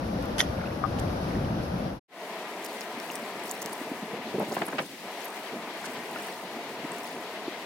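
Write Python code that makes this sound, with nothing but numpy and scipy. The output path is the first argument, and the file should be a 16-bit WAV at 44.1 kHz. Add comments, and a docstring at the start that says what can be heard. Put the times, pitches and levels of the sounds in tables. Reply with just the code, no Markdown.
"""Gold panning at a river

Gravel is swirled in a plastic pan just above a rushing river, close to a phone. Two scenes, with a
brief fade between. First: wind rumble, stones clacking on the pan, a hollow knock. Second: water laps
and spits as trapped bubbles ring, sand hisses round the pan, and a gust buffets the microphone."""
import sys
import numpy as np
from scipy import signal
from scipy.fft import rfft, irfft
from scipy.io import wavfile

SR = 44100
rng = np.random.default_rng(int(sys.argv[2]) if len(sys.argv) > 2 else 0)


def generate_wav(sig):
    """Save sig (samples, or channels by samples) to the path in sys.argv[1] as 16-bit PCM at SR."""
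    pcm = np.round(np.clip(np.atleast_2d(sig).T, -1, 1) * 32767).astype(np.int16)
    wavfile.write(sys.argv[1], SR, pcm)


N = 337365
TIME_S, FREQ_HZ = np.arange(N) / SR, np.arange(N // 2 + 1) * SR / N
TOP_HZ = 16000

# waves over the gravel: t/s, water level/dB, sand level/dB
SWIRLS = [(0.65, -40, -67), (1.319, -43.5, -66), (2.7, -53, -48.5), (3.13, -56, -46.5), (3.5, -56, -45.5),
          (3.73, -55, -49), (4.57, -41, -47), (4.78, -44, -49.5), (5.26, -53, -47.5), (5.86, -46, -48),
          (6.2, -40, -46), (7.03, -44.5, -47.5)]
# sliding sand: f/Hz, level/dB
SAND_SPECTRUM = [(1500, -13.5), (4000, -16.5), (6500, -7), (8500, 2), (12000, -5.5), (16000, -2)]
# coarse grains: t/s, peak/dB
TICKS = [(0.2255, -33), (0.257, -31), (2.6485, -26), (2.809, -21.5), (3, -25), (3.1345, -32), (3.157, -20),
         (3.616, -23), (3.66, -17), (3.73, -24), (4.5, -32), (4.59, -30), (4.8231, -30), (4.8637, -31),
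         (5.2827, -32)]
# stones on the pan: t/s, blow/dB, scrape/dB, scrape length/s
STONES = [(0.3821, -31, -27.5, 0.01), (0.391, -28, -23, 0.019), (0.4018, -15.5, -29, 0.0058),
          (0.4041, -7, -25.5, 0.0035), (0.4109, -24.5, -21.5, 0.0055), (0.418, -30, -40.5, 0.042)]
# plastic pan: f/Hz, level/dB, t60/s
PAN_MODES = [(1000, -15, .012), (1580, -7, .014), (1917, -11, .04), (2000, 1.5, .01), (3190, -14, .025),
             (3400, 4, .008), (3550, -12, .025), (5090, -19, .035), (5435, -17, .04), (6190, -12, .035)]
# skidding stones: f/Hz, level/dB
SCRAPE_SPECTRUM = [(400, 1), (1800, -3.5), (6000, -1), (8500, -15.5), (10800, -1), (15000, -28)]
# knock and two bounces: t/s, level/dB
KNOCKS = [(0.8384, -12.5), (0.8474, -17.5), (0.8554, -22)]
# hollow body: f/Hz, level/dB, t60/s
KNOCK_MODES = [(780, -12.5, 0.036), (1210, 0, 0.024), (1380, -9, 0.0096)]
# bubbles of droplets, larger air pockets and low laps: t/s, level/dB, f/Hz
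DROPLETS = [(2.661, -30, 5000), (2.816, -26.5, 4870), (3.0006, -31, 5350), (3.112, -34, 6200),
            (3.1547, -22.5, 8400), (3.159, -31, 5200), (3.446, -36, 10200), (3.495, -28, 5877),
            (3.5127, -19.5, 7120), (3.6195, -25.5, 6160), (3.6285, -28, 6750), (3.6602, -29, 5420),
            (3.734, -25.5, 9200), (4.3973, -30.5, 11000), (4.5213, -28, 4970), (4.527, -32, 6600),
            (4.6555, -32, 11800), (4.6662, -24.5, 10500), (4.6841, -30.5, 8950), (5.217, -35.5, 5900),
            (5.245, -30, 11800), (5.247, -36, 6700), (5.2552, -26, 11400), (6.9192, -28, 8100)]
PLIPS = [(0.5926, -35, 1430), (0.615, -33, 1400), (0.639, -30, 1380), (1.3533, -35, 1853),
         (1.4474, -39, 2900), (3.101, -26.5, 2740), (5.8425, -31, 1511), (5.8584, -35, 1630),
         (6.0014, -40, 2070), (6.1605, -29, 1350), (6.2841, -31, 1770)]
LAPS = [(2.974, -31.5, 258.8), (3.649, -34, 205), (3.813, -27, 292), (3.914, -23.5, 271), (4.026, -34, 189),
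        (6.565, -31, 259), (7.479, -23, 327.4)]
# water breaking on gravel: t/s, length/s, level/dB, centre/Hz
SPRAYS = [(0.985, 0.01, -43, 2300), (0.991, 0.013, -43, 6000), (2.64, 0.031, -44, 8800),
          (3.108, 0.019, -47, 10470), (3.451, 0.04, -50, 11000), (3.503, 0.022, -41, 10500),
          (3.616, 0.015, -40, 8000), (4.534, 0.03, -45, 9500), (5.844, 0.027, -43, 5500),
          (6.138, 0.2, -48, 1880)]
NOTCHED_RUSH_SPECTRUM = [(25, -22.5), (60, -21.5), (145, -7), (184, -3), (340, -7.5), (408, -12.5),
                         (527, -5.5), (1040, -15), (1380, -17.5), (2300, -26.5), (5600, -31), (7500, -47),
                         (12000, -37), (14500, -68)]
# river's roar and babble in scene 2: f/Hz, level/dB
ROAR_SPECTRUM = [(53, -56), (90, -40), (193, -4.5), (285, -4), (440, 1.5), (514, -3.5), (698, 2.5),
                 (785, -3), (1020, -1), (1120, -11), (1500, -29), (1950, -11.5), (3300, -120)]
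BABBLE_SPECTRUM = [(710, -31), (1200, 1), (1410, -3.5), (2040, -1.5), (2650, -5.5), (4650, -12.5),
                   (5530, -16), (7170, -19.5), (13300, -22.5), (16000, -27)]
# river, left-right likeness per scene: f/Hz, coherence/0-1
COHERENCE_1 = [(300, 1), (480, 0.71), (750, 0.1)]
COHERENCE_2 = [(1050, 1), (1350, 0.88), (1900, 0.3), (3200, 0.035)]
# river, lean per scene: f/Hz, left over right/dB
LEAN_1 = [(100, 0.5), (300, 4.6), (420, 2), (730, 9.3), (1000, 2.3), (1220, 6.9), (1900, 0.78)]
LEAN_2 = [(1300, 0.94), (2000, 7.2), (2700, 7.2), (4000, 3.8), (8000, 0.52)]
# phone's wind suppression, deepest just after the gust: t/s, level/dB
WIND_DUCKING = [(2.2, -2), (3.9, -1.5), (4.79, -4.5), (4.85, -13), (5.02, -8), (5.07, -2.5)]
# wind in scene 1: t/s, level/dB
RUMBLE_LEVEL = [(0, -30.5), (.5, -29), (.82, -32), (.95, -25.5), (1.2, -29.5), (1.4, -25.5), (1.9, -28.5)]
# wind in scene 2: peak t/s, level/dB, rise tau/s, fall tau/s
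GUSTS = [(4.79, -38.5, 1.38, 0.14), (5.53, -44.5, 0.11, 4.3)]
# wind in scenes 1 and 2: f/Hz, level/dB
RUMBLE_SPECTRUM = [(20, -26.5), (45, 1), (65, 5), (140, 3), (180, 4), (300, -3.5), (500, -12.5),
                   (1200, -52.5)]
GUST_SPECTRUM = [(25, -54), (60, -13.5), (150, -6), (230, 3.5), (380, -1.5), (800, -10.5), (2500, -47)]
# eddies at the microphone: t/s, length/s, level/dB, upper edge/Hz
BUFFETS = [(4.129, 0.025, -35.5, 447), (4.335, 0.032, -29.5, 564), (4.379, 0.019, -27, 520),
           (4.393, 0.047, -28, 787), (4.509, 0.028, -31.5, 795), (4.566, 0.0086, -24.5, 1080),
           (4.576, 0.013, -36, 1600), (4.614, 0.012, -25.5, 915), (4.618, 0.0053, -24.5, 2230),
           (4.676, 0.023, -34.5, 1600), (4.724, 0.013, -33.5, 1590), (4.743, 0.019, -37, 800),
           (4.781, 0.014, -26, 2480), (4.787, .012, -25, 2070), (4.794, 0.031, -33, 700),
           (5.52, 0.07, -40.5, 384), (6.831, 0.03, -36.5, 342)]
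# scene 1 out, scene 2 in: t/s, gain/0-1
FADE_OUT = [(1.87, 1), (1.94, 0.56), (1.985, 0.21), (1.996, 0)]
FADE_IN = [(2.08, 0), (2.11, 0.1), (2.16, 0.4), (2.24, 0.96)]


def swirling(rise_s, water_settle_s, sand_settle_s, rest_db):
    """Water and sand envelopes: the sand slides on after each wave; the water never quite rests."""
    water_gain, sand_gain = undb(rest_db), 0
    for peak_s, water_db, sand_db in SWIRLS:
        water_gain = np.maximum(water_gain, undb(water_db) * surge(peak_s, rise_s, water_settle_s))
        sand_gain = np.maximum(sand_gain, undb(sand_db) * surge(peak_s, rise_s, sand_settle_s))
    return water_gain, sand_gain


def sand(gain, grains_per_s, spread_db):
    """Wet grains tick against each other and the pan."""
    hits = rng.random((2, N)) < grains_per_s / SR
    size = undb(spread_db * np.minimum(rng.exponential(size=(2, N)), 4))
    polarity = rng.choice([-1, 1], (2, N))
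    return unit(coloured(hits * size * polarity, SAND_SPECTRUM)) * gain


def ticks(low_hz, shared):
    """Coarse grains hit the plastic, dry and bright."""
    out = np.zeros((2, N))
    band = butter(2, [low_hz, TOP_HZ], "band")
    for start_s, db in TICKS:
        contact = rng.standard_normal((3, 48)) * np.hanning(48)
        tick = signal.sosfilt(band, contact[:2] + shared * contact[2])
        add(out, start_s, undb(db) * tick / abs(tick).max())
    return out


def stones(ring_db, rub_db):
    """Each stone rings the pan, then skids in a fading burst of tiny contacts."""
    blows, scrapes = np.zeros((2, 2, N))
    hard_contact = np.array([[1.0, 0.21, -0.19, -0.17], [0.16, 0.28, 0.94, 0.12]])  # left leads
    for start_s, blow_db, scrape_db, length_s in STONES:
        add(blows, start_s, undb(blow_db) * hard_contact)
        n = int(length_s * SR)
        contacts = rng.standard_normal((3, SR // 10))[:, :n] * np.sqrt(np.linspace(1, 0, n))
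        add(scrapes, start_s, undb(scrape_db) * unit(contacts[:2] + .5 * contacts[2]))
    ringing = ring(blows + undb(rub_db) * scrapes, PAN_MODES, rise_s=0.00047)
    return undb(ring_db) * ringing + coloured(scrapes, SCRAPE_SPECTRUM)


def knock(left_db):
    """A soft contact and its bounces ring a hollow body."""
    force, push = np.zeros((1, N)), np.hanning(16)
    for start_s, db in KNOCKS:
        add(force, start_s, undb(db) * push / push.sum())
    return panned(ring(force, KNOCK_MODES, rise_s=0.0011), left_db)


def ring(force, modes, rise_s):
    """Damped modes build up as a blow spreads through the body."""
    t = TIME_S[:SR // 8]
    response = sum(undb(db) * np.sin(2 * np.pi * hz * t) * np.exp(-np.log(1000) * t / t60_s)
                   for hz, db, t60_s in modes)
    onset = 1 - np.exp(-t / rise_s)
    return signal.fftconvolve(force, response[None] * onset, axes=1)[:, :N]


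def bubble(hz, cycles, glide, skew_rad):
    """A bubble pinches off: its tone swells, then dies while rising. Left leads by skew_rad."""
    hz = min(hz, SR / 3)
    age = np.arange(int(cycles * SR / hz) + 2) * hz / SR / cycles
    phase = 2 * np.pi * cycles * age * (1 + glide * age / 2)
    swell = 6 * age * np.exp(1 - 6 * age)
    return swell * np.sin(phase + np.array([[skew_rad], [-skew_rad]]) / 2)


def froth(gain, low_hz, high_hz, cycles, spread_db, left_db, count=4000):
    """Water over gravel traps many bubbles: most faint, a few loud."""
    out = np.zeros((2, N))
    for when, pitch, size, skew in rng.random((count, 4)):
        hz = low_hz * (high_hz / low_hz) ** pitch
        tone = bubble(hz, cycles, glide=.08, skew_rad=4 * skew - 1)
        add(out, when * TIME_S[-1], undb(spread_db * size ** 3) * tone)
    return panned(unit(out), left_db) * gain


def spits(ring_s, glide, skew_rad):
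    """Droplets hit the pan wall, each trapping one tiny bubble."""
    out = np.zeros((2, N))
    for start_s, db, hz in DROPLETS:
        add(out, start_s, undb(db) * bubble(hz, ring_s * hz, glide, rng.normal(skew_rad, 0.62)))
    return out


def sprays(width_oct, drops_per_s, spread_db, shared):
    """A sheet of water breaks on the gravel into uneven drops."""
    out, edge_ratio = np.zeros((2, N)), 2 ** (width_oct / 2)
    for start_s, length_s, db, hz in SPRAYS:
        kick, size = rng.standard_normal((2, 3, SR // 4))
        hits = rng.random(SR // 4) < drops_per_s / SR
        drops = hits * np.sign(kick) * undb(spread_db * size)
        band = butter(2, [hz / edge_ratio, min(hz * edge_ratio, TOP_HZ)], "band")
        swish = signal.sosfilt(band, drops[:2] + shared * drops[2])[:, :int(length_s * SR)]
        add(out, start_s, undb(db) * unit(swish * signal.windows.tukey(swish.shape[1], .5)))
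    return out


def air_pockets(rows, cycles, glide, skew_rad, left_db):
    """Single large bubbles ring in slopping or lapping water."""
    out = np.zeros((2, N))
    for start_s, db, hz in rows:
        add(out, start_s, undb(db) * bubble(hz, cycles, glide, skew_rad))
    return panned(out, left_db)


def river(spectrum, coherence, lean, swell_db, flicker_db):
    """Countless far splashes: octave bands swell together and flicker separately."""
    alike, ears = np.clip(over_freq(coherence), 0, 1), np.array([[1], [-1]])
    mid, side = rfft(rng.standard_normal((2, N)))
    noise = np.sqrt(1 + alike) * mid + ears * np.sqrt(1 - alike) * side
    noise *= undb(over_freq(spectrum) + ears * over_freq(lean) / 2)
    octave = np.log2(np.clip(FREQ_HZ, 128, 8192) / 128)
    common_db, out = swell_db * wander(rate_hz=3.89), 0
    for k in range(7):
        band = irfft(noise * np.maximum(1 - abs(octave - k), 0), N)
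        out = out + band * undb(common_db + flicker_db * wander(rate_hz=30))
    return unit(out)


def wind(gain, spectrum, churn_db, side_db):
    """Low, uneven turbulence at the microphone, nearly alike in both channels."""
    mid, side = (coloured(rng.standard_normal(N), spectrum) * undb(churn_db * wander(rate_hz=35))
                 for _ in range(2))
    return unit(mid + undb(side_db) * np.array([side, -side])) * gain


def gusting(breeze_db):
    """Wind envelope: gusts add their power to a breeze."""
    power = sum((undb(db) * surge(peak_s, rise_s, fall_s)) ** 2 for peak_s, db, rise_s, fall_s in GUSTS)
    return np.sqrt(undb(breeze_db) ** 2 + power)


def buffets(low_hz, side_hz, wake_db, wake_s):
    """Each eddy is a puff with a weaker wake; only its fine swirls differ between channels."""
    out, age_s = np.zeros((2, N)), TIME_S[:SR // 4]
    for start_s, length_s, db, top_hz in BUFFETS:
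        mid, side = rng.standard_normal((2, len(age_s)))
        side = signal.sosfilt(butter(2, side_hz, "high"), side)
        band = butter(3, [low_hz, max(top_hz, 2 * low_hz)], "band")
        n = int(length_s * SR)
        shape = undb(wake_db) * np.minimum(age_s / length_s, np.exp((length_s - age_s) / wake_s))
        shape[:n] = np.maximum(shape[:n], signal.windows.tukey(n, .5))
        puff = signal.sosfilt(band, [mid + side, mid - side])[:, ::-1] * shape
        add(out, start_s, undb(db) * unit(puff) * np.sqrt(n / len(age_s)))
    return out


def wind_ducking(rush):
    """The phone turns the rush's lows and mids down on a set curve, most just after the gust."""
    ducked_band = coloured(rush, [(200, 4.0), (500, 1.5), (1800, -0.5), (3000, -6.0), (6000, -66)])
    return rush + ducked_band * (undb(over_time(WIND_DUCKING)) - 1)


def undb(db):
    """Decibels to gain."""
    return 10 ** (np.asarray(db) / 20)


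def unit(x):
    """Scale to rms 1."""
    return x / np.sqrt(np.mean(x ** 2) + 1e-18)


def over_time(rows):
    """Interpolate (t/s, value) rows."""
    return np.interp(TIME_S, *np.transpose(rows))


def over_freq(rows):
    """Interpolate (f/Hz, value) rows on a log axis."""
    hz, value = np.transpose(rows)
    return np.interp(np.log(FREQ_HZ + 1), np.log(hz + 1), value)


def coloured(x, spectrum):
    """Filter by (f/Hz, level/dB) rows."""
    return irfft(rfft(x) * undb(over_freq(spectrum)), N)


def butter(order, hz, kind):
    """Maximally flat filter sections."""
    return signal.butter(order, hz, kind, fs=SR, output="sos")


def wander(rate_hz):
    """Random drift, spread near 1."""
    knots = rng.standard_normal(1024)
    return 1.2 * np.interp(TIME_S * rate_hz, np.arange(len(knots)), knots)


def surge(peak_s, rise_s, fall_s):
    """Exponential rise to 1, then decay."""
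    return np.exp(np.minimum((TIME_S - peak_s) / rise_s, (peak_s - TIME_S) / fall_s))


def panned(x, left_db):
    """Set the level of left over right."""
    return x * undb(np.array([[left_db], [-left_db]]) / 2)


def lagged(x, lag_ms):
    """Sound reaches the right channel later."""
    delay = np.exp(-2j * np.pi * FREQ_HZ * lag_ms / 1000)
    return np.array([x[0], irfft(rfft(x[1]) * delay, N)])


def add(out, start_s, x):
    """Mix x in at start_s."""
    i = max(int(start_s * SR), 0)
    out[..., i:i + x.shape[-1]] += x[..., :max(N - i, 0)]


def scene():
    """Two scenes of river and wind; the swirling pan runs through both."""
    rush = undb(-33.0) * river(NOTCHED_RUSH_SPECTRUM, COHERENCE_1, LEAN_1, swell_db=-0.5, flicker_db=0.9)
    rumble = undb(-5.0) * wind(undb(over_time(RUMBLE_LEVEL)), RUMBLE_SPECTRUM, churn_db=1.5, side_db=-18.5)
    first = lagged(rush + rumble, lag_ms=0.19) + stones(ring_db=-3.5, rub_db=-20.0) + knock(left_db=15.0)

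    roar = undb(-37.0) * river(ROAR_SPECTRUM, COHERENCE_2, LEAN_2, swell_db=-0.27, flicker_db=0.6)
    babble = undb(-40.5) * river(BABBLE_SPECTRUM, COHERENCE_2, LEAN_2, swell_db=-0.47, flicker_db=1.3)
    gusts = wind(gusting(breeze_db=-74), GUST_SPECTRUM, churn_db=3.5, side_db=-19.0)
    eddies = buffets(low_hz=171, side_hz=1390.0, wake_db=-8.5, wake_s=0.014)
    gulps = air_pockets(LAPS, cycles=5, glide=0.072, skew_rad=0, left_db=0.5)
    phone_bass_cut = butter(4, 115, "high")
    second = wind_ducking(roar + babble) + signal.sosfilt(phone_bass_cut, gusts + eddies + gulps)

    water_gain, sand_gain = swirling(rise_s=0.15, water_settle_s=0.073, sand_settle_s=0.23, rest_db=-51)
    fizz = undb(-4.5) * froth(sand_gain, low_hz=3830, high_hz=14350, cycles=72, spread_db=5, left_db=2)
    slosh = undb(-3) * froth(water_gain, low_hz=1350, high_hz=2890, cycles=12.7, spread_db=11, left_db=1)
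    drops = spits(ring_s=0.002, glide=0.12, skew_rad=0.86)
    spatter = sprays(width_oct=1.66, drops_per_s=1700, spread_db=4.5, shared=0.54)
    plips = air_pockets(PLIPS, cycles=12.3, glide=0.059, skew_rad=0.69, left_db=4)
    hiss = undb(-2.0) * sand(sand_gain, grains_per_s=670, spread_db=6.0)
    pan = slosh + fizz + drops + spatter + plips + hiss + ticks(low_hz=3500, shared=0.61)
    return (first + pan) * over_time(FADE_OUT) + (second + pan) * over_time(FADE_IN)


def record(dry):
    """The phone cuts the top."""
    return signal.sosfilt(signal.ellip(10, .2, 80, TOP_HZ, fs=SR, output="sos"), dry)


dry = scene()
out = record(dry)
generate_wav(out)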